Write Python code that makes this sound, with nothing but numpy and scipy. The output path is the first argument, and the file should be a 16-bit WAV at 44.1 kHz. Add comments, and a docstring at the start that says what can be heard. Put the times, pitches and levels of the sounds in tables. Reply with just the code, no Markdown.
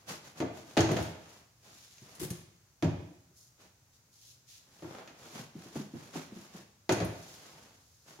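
"""A faint fading hiss comes first, then a rub and a bump: a loose cover is tugged over a car seat back.
The seat's steel frame knocks, rings and rocks on a garage workbench, and the bench top booms.
Small fittings click, hands hiss over the cloth, and the tight hem rips free with a crackle.
The feet scrape as the seat is lifted; it is shaken so the slack cover flaps, then set down again.
The garage adds a short echo and a faint hush of air."""
import sys
import numpy as np
from scipy import signal
from scipy.fft import rfft, irfft
from scipy.io import wavfile

SR = 44100
rng = np.random.default_rng(int(sys.argv[2]) if len(sys.argv) > 2 else 0)


def output_pcm(signal):
    """Save a mono or channel-first signal as 16-bit PCM at the path in sys.argv[1].

    Samples are clipped to [-1, 1] before scaling.
    """
    pcm = np.clip(np.atleast_2d(signal).T, -1, 1) * 32767
    wavfile.write(sys.argv[1], SR, np.round(pcm).astype(np.int16))


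N = 361619
TIME = np.arange(N) / SR
ONE_SECOND = TIME[:SR]

# The frame hits the bench: (time [s], frame level [dB], thud level [dB], clack level [dB],
# frame brightness [dB])
KNOCKS = [(0.403, -27, -42, -42.5, -3.5), (0.769, -22.5, -46, -36.5, 1), (0.774, -20.5, -26.5, -28.5, -3.5),
          (0.891, -27, -33, -43, -1.5), (0.915, -31.5, -42, -43, -1.5), (0.968, -29.5, -36, -38, -1.5),
          (2.825, -24.5, -28.5, -40.5, -4.5), (4.823, -40.5, -49.5, -61.5, -1.5), (5.076, -57, -73, -53, 4),
          (6.893, -25, -37, -32, 4.5), (7.003, -31.5, -35.5, -42, 2), (8.19, -49, -54, -74.5, -1)]
# Fittings snap: (time [s], level [dB], extra treble [dB])
CLICKS = [(0.806, -26.5, -12.5), (0.916, -39.5, -3), (1.026, -45, 0), (1.982, -52, -22), (2.152, -53, 2.5),
          (2.304, -39, 1.5), (6.922, -30, -5.5), (7.048, -56.5, 15)]
# Single flaps of the slack cover, from a tug or in mid-shake: (time [s], level [dB], starting pitch [Hz])
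SINGLE_FLAPS = [(0.086, -56, 250), (2.017, -50.5, 188), (2.307, -35, 171.5), (3.302, -59.5, 177),
                (5.655, -45, 339.4)]
# Turns of the shaking, bottom then top: (time [s], flap level [dB], slide level [dB],
# hem delay [s], hem level [dB])
SHAKES = [(5.354, -40.5, -49, .04, -43), (5.552, -40, -56.5, .034, -44), (5.756, -31.5, -51, .04, -33.5),
          (5.936, -35.5, -56.5, .02, -41), (6.154, -31.5, -48, .04, -55), (6.321, -39.5, -57, .04, -38),
          (6.545, -43, -56, .048, -48.5)]
# The cover slides early and fast at the bottom, late and slow at the top: (delay [s], rise [s], fall [s])
SLIDE_DOWN, SLIDE_UP = (0.012, 0.021, 0.058), (0.071, 0.047, 0.086)
# A faint fading hiss opens the scene; in the later rows the cover is pulled over the foam:
# (loudest time [s], rise [s], fall [s], level [dB])
SWISHES = [(0.03, 0.078, .025, -66), (0.096, 0.013, 0.05, -44), (0.265, 0.021, 0.041, -54.5),
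           (0.388, 0.018, 0.018, -51), (0.585, 0.034, 0.039, -55), (0.715, 0.037, 0.04, -55.5),
           (1.0, 0.075, 0.08, -49.5), (1.325, 0.085, 0.076, -59), (1.657, 0.019, 0.13, -61.5),
           (2.1, 0.066, 0.092, -60.5), (2.34, 0.12, 0.065, -58.5), (3.61, 0.018, 0.058, -62.5),
           (4.95, 0.16, 0.073, -59.5), (5.246, 0.047, 0.086, -54.5), (7.5, 0.27, 0.17, -58),
           (8.099, 0.02, 0.054, -56.5)]
# A hand or sleeve brushes by: (time of top speed [s], rise [s], fall [s], level [dB], low edge [Hz])
BRUSHES = [(1.84, .12, 0.19, -58.5, 1500), (3.13, 0.12, 0.067, -74.5, 2000),
           (3.395, .028, 0.064, -58, 4720), (3.945, 0.013, 0.029, -67.5, 3500),
           (4.15, 0.019, 0.038, -62.5, 3790), (4.275, 0.048, 0.058, -56, 2990),
           (4.494, 0.014, 0.083, -55.5, 2180), (4.76, 0.033, 0.3, -66, 1500), (7.27, 0.11, 0.15, -56, 1500),
           (7.85, 0.1, 0.45, -67, 3970)]

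# The tones each part rings with: (pitch [Hz], level [dB], time to fade by 60 dB [s])
FRAME_TONES = [(273, 3.5, 0.17), (310.5, 4, 0.15), (361, -4, 0.15), (437, -8.5, .24), (515, -9, .15),
               (623.4, -3, 0.17), (692.6, -10, .22), (785, -15, 0.14), (1288, -18.5, 0.27),
               (1404, -20, 0.19), (2480, -23, .22)]
BENCH_TONES = [(80.4, -4, 0.19), (97, -1, 0.15), (124.1, 4, 0.098), (171, 1.5, 0.11)]
FITTING_TONES = [(4400, -1, .13), (5215, 2, 0.073), (6550, 9, .07)]

# How strong each noise is from bass to treble: (frequency [Hz], level [dB])
FRAME_CLUNK = [(45, -39), (150, -2.5), (230, -7.5), (320, 3), (480, -2.5), (700, -3), (1000, -11),
               (2000, -22.5), (12000, -63)]
STEEL_CLACK = [(200, -24.5), (700, -7), (1500, 5.5), (2500, 2), (3600, -0.5), (5500, -5.5), (6700, -2),
               (7800, -17), (11000, -20), (16000, -26.5)]
FITTING_SNAP = [(400, -22), (2000, -3.5), (4500, -5.5), (6700, 0.5), (7900, -6), (10000, -0.5),
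                (16000, -13.5)]
FOAM_THUMP = [(60, -22), (150, 11), (235, -8), (345, 3.5), (500, -13.5), (4000, -43.5)]
CLOTH_HISS = [(100, -25), (600, -6), (2200, -8), (4000, -4), (6600, -2), (7300, -4.5), (7900, -12.5),
              (11000, -10), (16000, -18.5)]
COVER_RASP = [(50, -18.5), (150, 9.5), (220, 6), (800, 4), (1500, 0), (3000, -4.5), (7000, -15),
              (16000, -39)]
HEM_CRACKLE = [(400, -9), (2000, -7.5), (7000, -5.5), (11500, -5.5), (13000, -8), (16000, -12)]
FOOT_SCRAPE = [(60, -42), (110, -3.5), (800, -1.5), (1600, -8.5), (7000, -26), (15000, -58)]
AIR_HUSH = [(15, -46), (25, -25), (69, 0), (122, 5), (188, -9), (389, -15), (1380, -16), (3260, -21),
            (6550, -13), (8350, -22.5), (15500, -23.5)]

# How long the garage echoes: (frequency [Hz], time to fade by 60 dB [s])
ECHO_TIMES = [(70, 0.52), (160, 0.62), (400, 0.64), (3000, 0.8), (7000, 0.54), (15000, 0.35)]
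# How alike left and right sound: (frequency [Hz], likeness [1 = the same])
LIKENESS = [(100, 0.94), (250, 0.93), (500, 0.77), (1000, 0.26), (2000, 0.067), (4000, -0.0061)]
# How the two microphones differ: (frequency [Hz], left minus right [dB])
BALANCE = [(300, 0.5), (1200, -0.7), (4000, -1), (9000, 2)]


def knocks(ring_db=-8, clunk_db=-5, thud_db=-3, clack_db=-1, give_s=0.0006, bench_low_hz=66):
    """Each blow rings the frame, clacks steel on the bench and sets the bench top booming."""
    steel, boom = np.zeros((2, 2, N))
    rock = (0.019, -2.5, 5, -7.5, 0)  # the other foot lands just after, duller and heavier
    for knock in np.array(KNOCKS):
        for s, frame_db, bench_db, hard_db, bright_db in knock, knock + rock:
            frame = amp(ring_db) * ring(FRAME_TONES)[:SR // 2]
            frame = frame + amp(clunk_db) * burst(FRAME_CLUNK, fade_s=0.19, crack=9.2)
            add(steel, s, amp(frame_db) * colour(frame, [(310, 0), (450, bright_db)]))
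            add(steel, s, amp(hard_db + clack_db) * burst(STEEL_CLACK, fade_s=0.11, crack=9.7))
            thud = ring(BENCH_TONES, detune=0.03) * (1 - np.exp(-ONE_SECOND / give_s))
            add(boom, s, amp(bench_db + thud_db) * thud)
    return steel + cut_lows(boom, bench_low_hz, order=6)  # so small a board gives no deep bass


def clicks(snap_db=-6, ring_db=-15):
    """Loose metal and plastic fittings snap and ring briefly."""
    out = np.zeros((2, N))
    for s, db, treble_db in CLICKS:
        snap = burst(FITTING_SNAP, fade_s=0.07, crack=3)
        add(out, s, amp(db + snap_db) * colour(snap, [(7000, 0.0076), (9000, treble_db)]))
        add(out, s, amp(db + ring_db) * ring(FITTING_TONES))
    return out


def flaps(single_db=3, shake_db=0.5, slap_db=-13, hem_pitch_ratio=0.81):
    """Some flaps come alone; each turn of the shaking flaps the cover and then its loose hem."""
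    out = np.zeros((2, N))
    for s, db, taut_hz in SINGLE_FLAPS:
        add(out, s, amp(db + single_db) * flap(taut_hz))
    for s, db, _, hem_s, hem_db in SHAKES:
        taut_hz = 346.5 + 10 * (db + 34)  # a harder shake pulls the cover tighter, so it sounds higher
        add(out, s, amp(db + shake_db) * flap(taut_hz))
        add(out, s + hem_s, amp(hem_db) * flap(taut_hz * hem_pitch_ratio))
    for s, db, *_ in SHAKES[::2]:  # at the bottom of a shake the cover also slaps the frame
        add(out, s, amp(db + slap_db) * burst(FRAME_CLUNK, fade_s=0.084, crack=4.9))
    return out


def flap(taut_hz, slack_hz=108, sag_s=0.014, swell_s=0.0054,
         fold_s=0.01148, fold_db=-5, foam_db=-11, foam_s=0.0098):
    """The cover snaps tight and thumps the foam; its pitch drops as it sags. A looser fold follows."""
    t = ONE_SECOND[:SR // 5]
    thump = level_blow(colour(stereo_noise(len(t)), FOAM_THUMP))
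    out = amp(foam_db) * thump * t / foam_s * np.exp(1 - t / foam_s)
    swell = (t / swell_s * np.exp(1 - t / swell_s)) ** 2
    fold_delay = fold_s * (0.5 + rng.random())
    for delay, gain in (0, 1), (fold_delay, amp(fold_db)):
        hz = slack_hz + (taut_hz - slack_hz) * np.exp(-(t + delay / 2) / sag_s)
        add(out, delay, gain * swell * np.sin(2 * np.pi * np.cumsum(hz) / SR))
    return out


def rubbing(hiss_db=-2):
    """Hands brush the cloth with a hiss; dragging it over the foam adds a lower rasp."""
    loudness = sum(stroke(*row) for row in SWISHES + slides())
    hiss = friction(CLOTH_HISS, slips_per_s=2900, uneven_db=0, smooth=0.94, flutter_db=1.5)
    swish = amp(hiss_db) * loudness * hiss
    for *row, edge_hz in BRUSHES:
        swish += stroke(*row) * cut_lows(hiss[:, ::-1], edge_hz, order=3)
    rasp = loudness * friction(COVER_RASP, slips_per_s=620, uneven_db=1, smooth=1.1, flutter_db=1.5)
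    return swish + rasp


def slides():
    """Extra rows like SWISHES: the cover slips on the foam after each turn of the shaking."""
    rows = []
    for turn, (s, _, db, *_) in enumerate(SHAKES):
        delay_s, rise_s, fall_s = SLIDE_UP if turn % 2 else SLIDE_DOWN
        rows.append((s + delay_s, rise_s, fall_s, db))
    return rows


def rip(start_s=2.195, db=-41.5, shudder_db=5, build_s=0.029):
    """The tight hem crackles free and the foam begins to shudder."""
    crackle = friction(HEM_CRACKLE, slips_per_s=1200, uneven_db=0, smooth=0.81, flutter_db=1)
    shudder = friction(FOAM_THUMP, slips_per_s=1100, uneven_db=-6, smooth=0.64, flutter_db=1.5)
    build = np.clip((TIME - start_s) / build_s, 0, 1)
    loudness = amp(db) * held(start_s, rise_s=0.0024, fade_after_s=0.049, fade_db_per_s=437.5)
    return loudness * (crackle + amp(shudder_db) * build * shudder)


def scrape(start_s=4.82, db=-51):
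    """Steel feet judder across the bench as the seat is lifted."""
    judder = friction(FOOT_SCRAPE, slips_per_s=340, uneven_db=2.5, smooth=0.61, flutter_db=2)
    return amp(db) * held(start_s, rise_s=0.08, fade_after_s=0.208, fade_db_per_s=431) * judder


def garage_echo(x, db=-4, build_s=0.0014, shift_hz=9):
    """Echoes fade at their own speed at each pitch; three patterns take turns so they do not ring."""
    out = np.zeros((2, N))
    for phase in np.linspace(0, np.pi, 3, endpoint=False):
        hz, t, bands = signal.stft(stereo_noise(SR), SR, nperseg=512)
        fading = bands * fade(t, look_up(ECHO_TIMES, hz)[:, None])
        tail = signal.istft(fading, SR, nperseg=512)[1][:, :SR]
        tail = tail * (1 - np.exp(-(ONE_SECOND / build_s) ** 2))
        share = np.cos(np.pi * shift_hz * TIME + phase) * np.sqrt(2 / 3)
        out += signal.fftconvolve(x * share, tail / np.linalg.norm(tail[0]), axes=1)[:, :N]
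    return amp(db) * out


def still_air(db=-66.5):
    """The faint, steady hush of the garage."""
    return amp(db) * level(colour(stereo_noise(N), AIR_HUSH))


def ring(tones, detune=0):
    """Fading tones; each blow lands on a new spot, which changes their mix and may shift their pitch."""
    hz, db, fade_s = np.transpose(tones)[:, :, None]
    signs = (-1) ** np.arange(len(hz))[:, None]
    weight = signs * amp(db + 2 * rng.standard_normal(hz.shape))
    hz = hz * (1 + detune * rng.standard_normal(hz.shape))
    waves = weight * fade(ONE_SECOND, fade_s) * np.sin(2 * np.pi * hz * ONE_SECOND)
    return level_blow(waves.sum(0))


def burst(spectrum, fade_s, crack):
    """One sharp contact, then fading noise: too many tones to tell apart."""
    t = ONE_SECOND[:SR // 2]
    rattle = stereo_noise(len(t)) * fade(t, fade_s)
    rattle[:, 0] += crack
    return level_blow(colour(rattle, spectrum))


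def friction(spectrum, slips_per_s, uneven_db, smooth, flutter_db, flutter_hz=40):
    """Many tiny slips of uneven size over a smooth hiss; the grip flutters."""
    sizes = amp(uneven_db * np.minimum(rng.exponential(1, N), 5))
    slipping = rng.random(N) < slips_per_s / SR
    slips = level(sizes * slipping * rng.standard_normal((2, N)))
    slowing = 1 + (np.fft.rfftfreq(N, 1 / SR) / flutter_hz) ** 2
    grip = level(irfft(rfft(rng.standard_normal(N)) / slowing, N))
    noise = stereo(slips + smooth * rng.standard_normal((2, N)))
    return level(colour(noise * amp(flutter_db * grip), spectrum))


def stroke(s, rise_s, fall_s, db):
    """Loudness that swells to a peak at s seconds, then eases off."""
    width = np.where(TIME < s, rise_s, fall_s)
    return amp(db) * np.exp(-np.minimum(((TIME - s) / width) ** 2 / 2, 20))


def held(start_s, rise_s, fade_after_s, fade_db_per_s):
    """Loudness that rises, holds, then fades evenly."""
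    t = TIME - start_s
    return np.clip(t / rise_s, 0, 1) * amp(-fade_db_per_s * np.maximum(t - fade_after_s, 0))


def fade(t, fade_s):
    """Drops by 60 dB every fade_s seconds."""
    return np.exp(-np.log(1000) * t / fade_s)


def colour(x, spectrum):
    """Shapes bass and treble with a filter that never sounds ahead of a blow (minimum phase)."""
    size = 8192
    log_gain = np.log(amp(look_up(spectrum, abs(np.fft.fftfreq(size, 1 / SR)))))
    taps = np.fft.ifft(np.exp(np.conj(signal.hilbert(log_gain)))).real[:size // 2]
    return signal.oaconvolve(x, taps[None], axes=1)[:, :x.shape[1]]


def cut_lows(x, hz, order):
    """Turns down everything below hz; a higher order cuts more steeply."""
    return signal.sosfilt(signal.butter(order, hz, "highpass", fs=SR, output="sos"), x)


def stereo(noise):
    """Blends two noises as two close microphones hear them: alike in the bass, apart in the treble."""
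    left, other = rfft(noise)
    size = noise.shape[1]
    same = np.clip(look_up(LIKENESS, np.fft.rfftfreq(size, 1 / SR)), -1, 1)
    right = same * left + np.sqrt(1 - same ** 2) * other
    return irfft(np.array([left, right]), size)


def stereo_noise(size):
    """Plain hiss for left and right."""
    return stereo(rng.standard_normal((2, size)))


def amp(db):
    """Turns decibels into a multiplier."""
    return 10 ** (np.asarray(db) / 20)


def level(x):
    """Sets the average strength (rms) to 1."""
    return x / np.sqrt(np.mean(x ** 2) + 1e-20)


def level_blow(x):
    """Scales a blow so its first 20 ms have an average strength of 1."""
    return x / np.sqrt(np.mean(x[..., :SR // 50] ** 2))


def look_up(table, hz):
    """Reads between a table's rows, with octaves evenly spaced."""
    row_hz, value = np.transpose(table)
    return np.interp(np.log(hz + 1), np.log(row_hz + 1), value)


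def add(mix, s, sound):
    """Adds a sound to both channels, starting at s seconds."""
    part = mix[:, max(round(s * SR), 0):][:, :sound.shape[-1]]
    part += sound[..., :part.shape[-1]]


def scene(soft_echo_db=-4):
    """Hard blows and soft cloth sound in the garage; the cloth gets less echo."""
    hard = knocks() + clicks() + scrape()
    soft = rubbing() + rip() + flaps()
    air = still_air()
    return hard + soft + garage_echo(hard + amp(soft_echo_db) * soft) + air


def record(dry, top_hz=15900):
    """Two slightly unlike microphones pick up the sound, up to top_hz."""
    lean_db = look_up(BALANCE, np.fft.rfftfreq(N, 1 / SR))
    heard = irfft(rfft(dry) * amp(np.array([lean_db, -lean_db]) / 2), N)
    treble_cut = signal.firwin(511, top_hz, window=("kaiser", 9), fs=SR)
    return signal.oaconvolve(heard, treble_cut[None], "same")


dry = scene()
out = record(dry)
output_pcm(out)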